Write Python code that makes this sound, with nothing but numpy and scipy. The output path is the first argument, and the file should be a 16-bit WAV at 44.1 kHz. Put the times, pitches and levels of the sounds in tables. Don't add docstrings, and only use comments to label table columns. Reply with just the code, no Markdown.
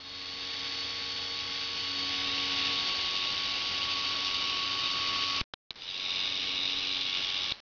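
import sys
import numpy as np
from scipy import signal
from scipy.fft import rfft, irfft
from scipy.io import wavfile

SR = 44100
rng = np.random.default_rng(int(sys.argv[2]) if len(sys.argv) > 2 else 0)


def unload_wav(signal):
    wavfile.write(
        sys.argv[1],
        SR,
        np.round(np.clip(np.atleast_2d(signal).T, -1, 1) * 32767).astype(np.int16),
    )


def voltage_ratio(decibels):
    exponent = np.asarray(decibels, float) / 20
    return 10 ** exponent


N = 336483
REVERSE_ON_S = 5.755
TEETH = 12
STEP, SKIP = 1 / 128, 4


def rms_one(x):
    return x / np.sqrt(np.mean(x ** 2) + 1e-20)


def in_time(rows):
    s, *columns = np.transpose(rows)
    return [np.interp(np.arange(N) / SR, s, c) for c in columns]


def between(on_s, off_s):
    t = np.arange(N) / SR
    return (t >= on_s) & (t < off_s)


def window_db(from_s, to_s, db):
    fade_s = .15
    t = np.arange(N) / SR
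    return db * np.clip(np.minimum(t - from_s, to_s - t) / fade_s + .5, 0, 1)


def drift(rate_hz):
    r = np.exp(-40 * np.pi * rate_hz / SR)
    noise = rng.standard_normal(N // 20 + 3002)
    slow = signal.lfilter([1], [1, -2 * r, r * r], noise)[3000:]
    return np.interp(np.arange(N) / 20, np.arange(len(slow)), rms_one(slow))


def resonance(x, hz, width_hz):
    r = np.exp(-np.pi * width_hz / SR)
    poles = [1, -2 * r * np.cos(2 * np.pi * hz / SR), r * r]
    return signal.lfilter([1, 0, -1], poles, x) * (1 - r * r) / 2


def sliding_resonance(x, hz, width_hz):
    spin = np.exp(2j * np.pi * np.cumsum(hz) / SR)
    r = np.exp(-np.pi * width_hz / SR)
    return 2 * np.real(spin * signal.lfilter([1 - r], [1, -r], x / spin))


def speed():
    t = np.arange(N) / SR
    forward = 93.07 - 2.0 * np.exp(-t / .1)
    forward += -.72 * np.exp(-t / 1.0) + .17 * (t > 3.6)
    reverse = 92.86 - 19.5 * np.exp(-np.maximum(t - REVERSE_ON_S, 0) / .06)
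    return np.where(t < REVERSE_ON_S, forward, reverse)


def worn_teeth(turns):
    wear_turns = 30
    tooth = np.floor(TEETH * turns).astype(int)
    bite = signal.lfilter([1], [1, 1 / wear_turns - 1], rng.standard_normal((1000, TEETH)), axis=0)[100:]
    bite = bite - bite.mean(axis=1, keepdims=True)
    meets = np.diff(tooth, prepend=0) > 0
    return rms_one(meets * bite.ravel()[tooth])


def mode_coupling(housing, mode):
    # f/Hz, from/s, to/s, level/dB
    mode_rows = [(1130, 3.75, 4.9, 3), (1130, 5.5, 4.4, 4), (1750, 2.05, 2.8, 6), (1750, 4.3, 3.9, 1.5),
                 (1750, 4.75, 5.6, 4.5), (4574, 2.1, 2.8, -3), (5450, 2.15, 2.75, 2), (3740, 2.3, 2.85, 1),
                 (3700, 5.85, 5.9, 1), (3700, 6.02, 6.3, 2), (4780, 6.2, 6.8, -1.5), (3700, 6.55, 6.85, 1),
                 (4210, 5.7, 6.3, 0), (1130, 1.9, 3.7, -2.5), (2118, 2.3, 2.75, -1.5), (2890, 6.5, 7.7, 1),
                 (4210, 6.9, 7.1, 2.5)]
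    modes_hz = np.array(housing)[:, 0]
    return sum(window_db(*row) for hz, *row in mode_rows if np.argmin(np.abs(modes_hz - hz)) == mode)


def rattle(turns, housing, near, ridge, once_db, twice_db, twice_rad, tooth_db, knock, worn_far, worn_near):
    swell_db = once_db * np.cos(2 * np.pi * turns) + twice_db * np.cos(4 * np.pi * turns + twice_rad)
    swell_db += .6 * np.cos(2 * np.pi * turns * .547) + .6 * np.cos(2 * np.pi * turns * .146)
    swell_db += .3 * drift(25)
    slide = rng.standard_normal(N) * voltage_ratio(tooth_db * np.cos(2 * np.pi * TEETH * turns))
    meets = np.diff(np.floor(TEETH * turns), prepend=0) > 0
    knocks = meets * rng.standard_normal(N) * voltage_ratio(1.5 * rng.standard_normal(N))
    worn = worn_far + near * (worn_near - worn_far)
    force = voltage_ratio(swell_db) * (slide + knock * rms_one(knocks)) + worn * worn_teeth(turns)
    loaded = np.argmin([abs(hz - ridge[0][1]) for hz, *_ in housing]) if ridge else None
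    total = np.zeros(N)
    for k, (hz, width_hz, far_db, near_db) in enumerate(housing):
        if k == loaded:
            mode = sliding_resonance(force, *in_time(ridge), width_hz)
        else:
            mode = resonance(force, hz, width_hz)
        db = far_db + near * (near_db - far_db) + mode_coupling(housing, k) + .5 * drift(4)
        total += mode * voltage_ratio(db) * (-1) ** k
    return rms_one(total)


def coupling(multiple):
    order_rows = [(1, -1, .25, 5), (1, 2.75, 3.8, -3), (9, 2.85, 3.6, 2), (9, 2, 2.6, 2), (8, -1, 1.9, -3),
                  (8, 3.3, 5.2, 2), (3, -1, .25, 6), (5, -1, .15, 1), (48, -1, .3, 1), (48, 1.75, 2.1, 3),
                  (48, 1.4, 1.75, -2), (48, 2.15, 2.55, -4), (48, 2.55, 2.75, .5), (48, 2.8, 3.05, 1.5),
                  (44, 2.1, 3.3, 3), (44, 4.1, 5.6, -5), (47, 4, 5.6, -4), (9, 5.95, 6.3, 6),
                  (12, 5.9, 6.2, 3), (48, 3, 3.8, -1.5), (3, .3, .8, 3), (3, 1.9, 2.8, 8.5),
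                  (8, 2, 3.25, 8.5), (15, 2.1, 5.6, 6), (4, 2.85, 5.6, 6), (5, 2.85, 5.6, -8),
                  (36, 3.5, 5.6, -4), (3, 3.85, 5.6, 4), (12, 3.8, 5.6, 3.5), (12, 4.55, 5.6, 1.3),
                  (13, 4.8, 5.6, 12), (14, 4.8, 5.6, 7), (3, 6.25, 7.13, 13.5), (3, 1.6, 1.95, 2),
                  (9, 3.1, 3.7, 2), (12, 2, 3.6, 1.5), (14, 1.2, 2.8, 3), (10, 2, 3.5, 2),
                  (5, 6.3, 7.12, 8), (4, 6.3, 7.1, 4), (9, 6.7, 7.6, 4), (13, 5.7, 6.2, -5),
                  (13, 6.2, 7.6, 1.5), (13, 2, 3.6, -4), (8, 4.6, 5.6, -6), (9, 4.4, 5.6, -5),
                  (12, 4.75, 5.6, 1)]
    return sum(window_db(*row) for k, *row in order_rows if round(k) == multiple)


def whine(turns, main_orders, side_orders, rattle_db, near, live):
    orders = [(round(k), far_db + near * (near_db - far_db)) for k, far_db, near_db in main_orders]
    orders += [(round(k), far_db + near * (near_db - far_db) + 1.5 * drift(0.99))
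               for k, far_db, near_db in side_orders]
    rough_db = .35 * coupling(TEETH) * drift(90)
    out = np.zeros(N)
    for k, order_db in orders:
        db = rattle_db + order_db + coupling(k) + (.5 + .02 * k) * drift(15) + rough_db * (k == TEETH)
        phase = 2 * np.pi * (k * turns[live] + rng.random())
        out[live] += np.sqrt(2) * voltage_ratio(db[live]) * np.sin(phase)
    return out


def rumble():
    # f/Hz, level/dB per Hz
    spectrum = np.array([(8.8, -40), (15, -11), (92, -8), (226, -10.5), (279, -8), (995, -11),
                         (1100, -12.5), (1200, -13.5), (2200, -7), (2860, -37.5), (4840, -120)])
    hz = np.maximum(np.arange(N // 2 + 1) * SR / N, 1)
    shape = voltage_ratio(np.interp(np.log(hz), np.log(spectrum[:, 0]), spectrum[:, 1]))
    shape = shape / np.sqrt(np.sum(shape[(hz > 550) & (hz < 700)] ** 2)) * np.sqrt(N / 2)
    return irfft(rfft(rng.standard_normal(N)) * shape, N) * voltage_ratio(1.2 * drift(12))


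def motor(levels, housing, on_s, off_s, main_orders, side_orders, first_turn, rumble_db, **texture):
    rattle_db, near = in_time(levels)
    near = np.clip(near, 0, 1)
    turns = first_turn + np.cumsum(speed() * (1 + .0004 * drift(20))) / SR
    seat_db = (on_s > 0) * -19 * np.exp(-np.maximum(np.arange(N) / SR - on_s, 0) / .13)
    live = between(on_s, off_s)
    tones = whine(turns, main_orders, side_orders, rattle_db + seat_db, near, live)
    noise = rattle(turns, housing, near, **texture) + voltage_ratio(rumble_db) * rumble()
    return (voltage_ratio(rattle_db) * noise + tones) * live


def forward_run():
    # t/s, rattle level/dB, nearness [0 far - 1 near]
    levels = [(0, -49.5, 0.24), (.15, -42.5, 0.29), (.6, -37, 0.23), (1.6, -36, 0.35), (2, -34, 0.54),
              (2.4, -32, 0.66), (2.7, -31, .7), (3.1, -32.5, .88), (3.7, -32.5, 0.85), (4.1, -32, 0.84),
              (4.6, -32.5, 0.93), (5.41, -31.5, 0.83)]
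    # f/Hz, width/Hz, far level/dB, near level/dB
    housing = [(1287, 500, -22.5, -20.5), (2116, 440, -10, -16), (2925, 430, -8, -3), (3326, 300, -3.5, -5),
               (3720, 340, -4, -4), (4602, 270, -3.5, -5.5), (4840, 230, -6, -4), (5140, 250, -3.5, -9),
               (5452, 260, -17, -9), (1770, 500, -25, -24.5), (1128, 82, -28.5, -21)]
    # shaft multiple, far level/dB, near level/dB re rattle
    main_orders = [(1, -21, -27.5), (3, -20, -28), (5, -18.5, -26), (12, -16.5, -14.5), (36, -14, -14),
                   (48, -3.5, -12)]
    side_orders = [(2, -32.5, -33.5), (4, -36, -35), (8, -30, -33), (9, -22, -30), (10, -30, -31),
                   (13, -30.5, -30), (14, -31.5, -33), (15, -37, -32), (16, -28, -34), (24, -31, -25),
                   (40, -17, -21), (44, -20, -22), (47, -28, -27), (38, -21, -25), (45, -23, -28),
                   (50, -22, -27), (49, -18, -24), (60, -36, -16)]
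    return motor(levels, housing, 0, 5.4135, main_orders, side_orders,
                 first_turn=.4, rumble_db=-27.5, ridge=[], once_db=.8, twice_db=1.1, twice_rad=1,
                 tooth_db=3, knock=.4, worn_far=.55, worn_near=.15)


def coasting():
    # t/s, length/s, first level/dB, t60/s, last level/dB
    coasts = [
        (5.412, .036, -43, .025, -54.5),
        (5.708, .007, -46, .03, -56),
        (5.7565, .04, -53, .05, -54),
        (7.52, .085, -43, .11, -53),
    ]
    t = np.arange(N) / SR
    level = np.zeros(N)
    for s, length_s, first_db, t60_s, last_db in coasts:
        fall = voltage_ratio(first_db - 60 * np.maximum(t - s, 0) / t60_s)
        level += (fall + voltage_ratio(last_db)) * between(s, s + length_s)
    return level * rms_one(resonance(rng.standard_normal(N), 3500, 2500))


def ring(db, hz, t60_s):
    t = np.arange(SR // 20) / SR
    return voltage_ratio(db - 60 * t / t60_s) * np.sin(2 * np.pi * hz * t) * (1 - np.exp(-t / .0003))


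def clicks():
    # t/s, ring peak level/dB, ring f/Hz, push level/dB, bounce level/dB
    click_rows = [(5.4125, -14, 2400, -26, -60), (5.4134, -13, 3500, -26, -28),
                  (5.5358, -35, 3000, -60, -60), (5.5369, -25, 3500, -60, -60),
                  (5.5374, -19, 3200, -60, -26), (5.5375, -18, 1500, -28, -60),
                  (5.5376, -27, 4950, -60, -60), (5.5401, -29, 3900, -60, -60),
                  (5.7067, -10, 4000, -60, -34), (5.7068, -20, 2800, -60, -60),
                  (5.7099, -34, 2500, -35, -36), (7.5198, -22, 3000, -23, -60),
                  (7.5214, -6.5, 3700, -36, -28)]
    # share of ring f, level/dB
    button = [(1, 0), (1.45, -14), (.7, -9), (.3, -17)]
    # share of ring f, level/dB
    bounces = [(1.12, 0), (1.05, 1), (.97, -6)]
    push_s, ring_s, bounce_s = .001, .0037, .0013
    out, t = np.zeros(N), np.arange(SR // 20) / SR
    for k, (s, ring_db, hz, push_db, bounce_db) in enumerate(click_rows):
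        fall_s = push_s * (3 if k == 0 else .6)
        push = -voltage_ratio(push_db + 3) * np.exp(-t / fall_s) * (1 - np.exp(-t / .0005))
        struck = sum(ring(ring_db + db, share * hz, ring_s) for share, db in button)
        out[round(s * SR):][:len(t)] += push + struck
        for n, (share, db) in enumerate(bounces, start=1):
            out[round((s + n * bounce_s) * SR):][:len(t)] += ring(bounce_db + db, share * hz, ring_s)
    return out


def creep():
    # t/s, direction [+1 or -1]
    ticks = [(5.7189, 1), (5.7214, 1), (5.7226, -1), (5.7288, -1), (5.7314, -1), (5.7411, 1), (5.7457, 1),
             (5.749, 1), (5.7496, 1), (5.755, 1)]
    out = np.zeros(N)
    for s, direction in ticks:
        out[round(s * SR) - 2:][:SKIP] += direction * STEP
    return out


def reverse_run():
    # t/s, rattle level/dB, nearness [0 far - 1 near]
    levels = [(5.755, -62, 0.7), (5.79, -46.5, 0.75), (5.86, -42.5, 0.76), (5.91, -38.5, 1),
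              (6.1, -33, 0.79), (6.5, -33, 0.94), (6.95, -33, 0.8), (7.15, -32, 0.35), (7.52, -32.5, 0.13)]
    # f/Hz, width/Hz, far level/dB, near level/dB
    housing = [(1325, 230, -22.5, -27), (2217, 280, -13.5, -15), (2857, 300, -7, -5.5),
               (3522, 320, -1.5, -3.5), (3700, 270, -2.5, -0.5), (4250, 300, -10, -10.5),
               (4776, 200, -8.5, -7), (5200, 300, -10.5, -11.5), (5530, 220, -13, -12),
               (1744, 500, -24, -23.5)]
    # shaft multiple, far level/dB, near level/dB re rattle
    main_orders = [(1, -35, -35), (3, -42, -33), (5, -38, -37), (12, -22.5, -22), (36, -14, -15),
                   (48, -28, -30)]
    side_orders = [(4, -39, -34.5), (9, -34.5, -33.5), (13, -30, -29), (23, -23.5, -27.5),
                   (24, -22.5, -21.5), (26, -26.5, -29.5), (34, -22.5, -27), (35, -23.5, -21.5),
                   (37, -25, -19), (38, -25.5, -23.5), (58, -24.5, -30), (50, -31, -24), (59, -28.5, -28.5)]
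    # t/s, f/Hz
    ridge = [(5.75, 3746), (5.9, 3830), (5.97, 3790), (6.3, 3700), (6.42, 3810), (6.55, 3773), (6.8, 3780),
             (7.03, 3937), (7.15, 3765), (7.6, 3760)]
    return motor(levels, housing, REVERSE_ON_S, 7.5215, main_orders, side_orders,
                 first_turn=.47, rumble_db=-29.5, ridge=ridge, once_db=4, twice_db=1.0, twice_rad=3,
                 tooth_db=6, knock=.1, worn_far=.2, worn_near=.25)


def squeal():
    on_s, from_hz, to_hz, climb_s = 5.775, 4400, 5300, .06
    top_db, top_s, fade_db_per_s = -54, 5.815, 160
    t = np.arange(N) / SR
    hz = to_hz + (from_hz - to_hz) * np.exp(-np.maximum(t - on_s, 0) / climb_s)
    tone = np.sin(2 * np.pi * np.cumsum(hz * (1 + .012 * drift(150))) / SR)
    db = top_db - fade_db_per_s * np.maximum(np.abs(t - top_s) - .015, 0) + 4 * drift(60)
    return np.sqrt(2) * voltage_ratio(db) * tone


def backlash():
    # t/s, level/dB
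    take_up = [
        (5.8195, -33),
        (5.863, -39),
        (5.877, -33),
        (5.889, -32),
    ]
    # f/Hz, level/dB, t60/s
    gear = [(3850, 0, .025), (2900, -3, .02)]
    out = np.zeros(N)
    for s, knock_db in take_up:
        out[round(s * SR):][:SR // 20] += sum(ring(knock_db + db, hz, t60_s) for hz, db, t60_s in gear)
    return out


def scene():
    first = forward_run() + coasting() + clicks() + creep()
    second = reverse_run() + squeal() + backlash()
    return np.tile(first + second, (2, 1))


def roll_off(x):
    return signal.sosfilt(signal.butter(12, 7400, fs=SR, output="sos"), x)


def record(dry):
    kept = np.zeros_like(dry)
    kept[:, 3::SKIP] = np.round(dry[:, 3::SKIP] / STEP) * STEP
    kernel = SKIP * signal.firwin(65, 5480, window=("kaiser", 9), fs=SR)
    mix = signal.oaconvolve(kept, kernel[None], mode="same")
    return roll_off(mix)


dry = scene()
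out = record(dry)
unload_wav(out)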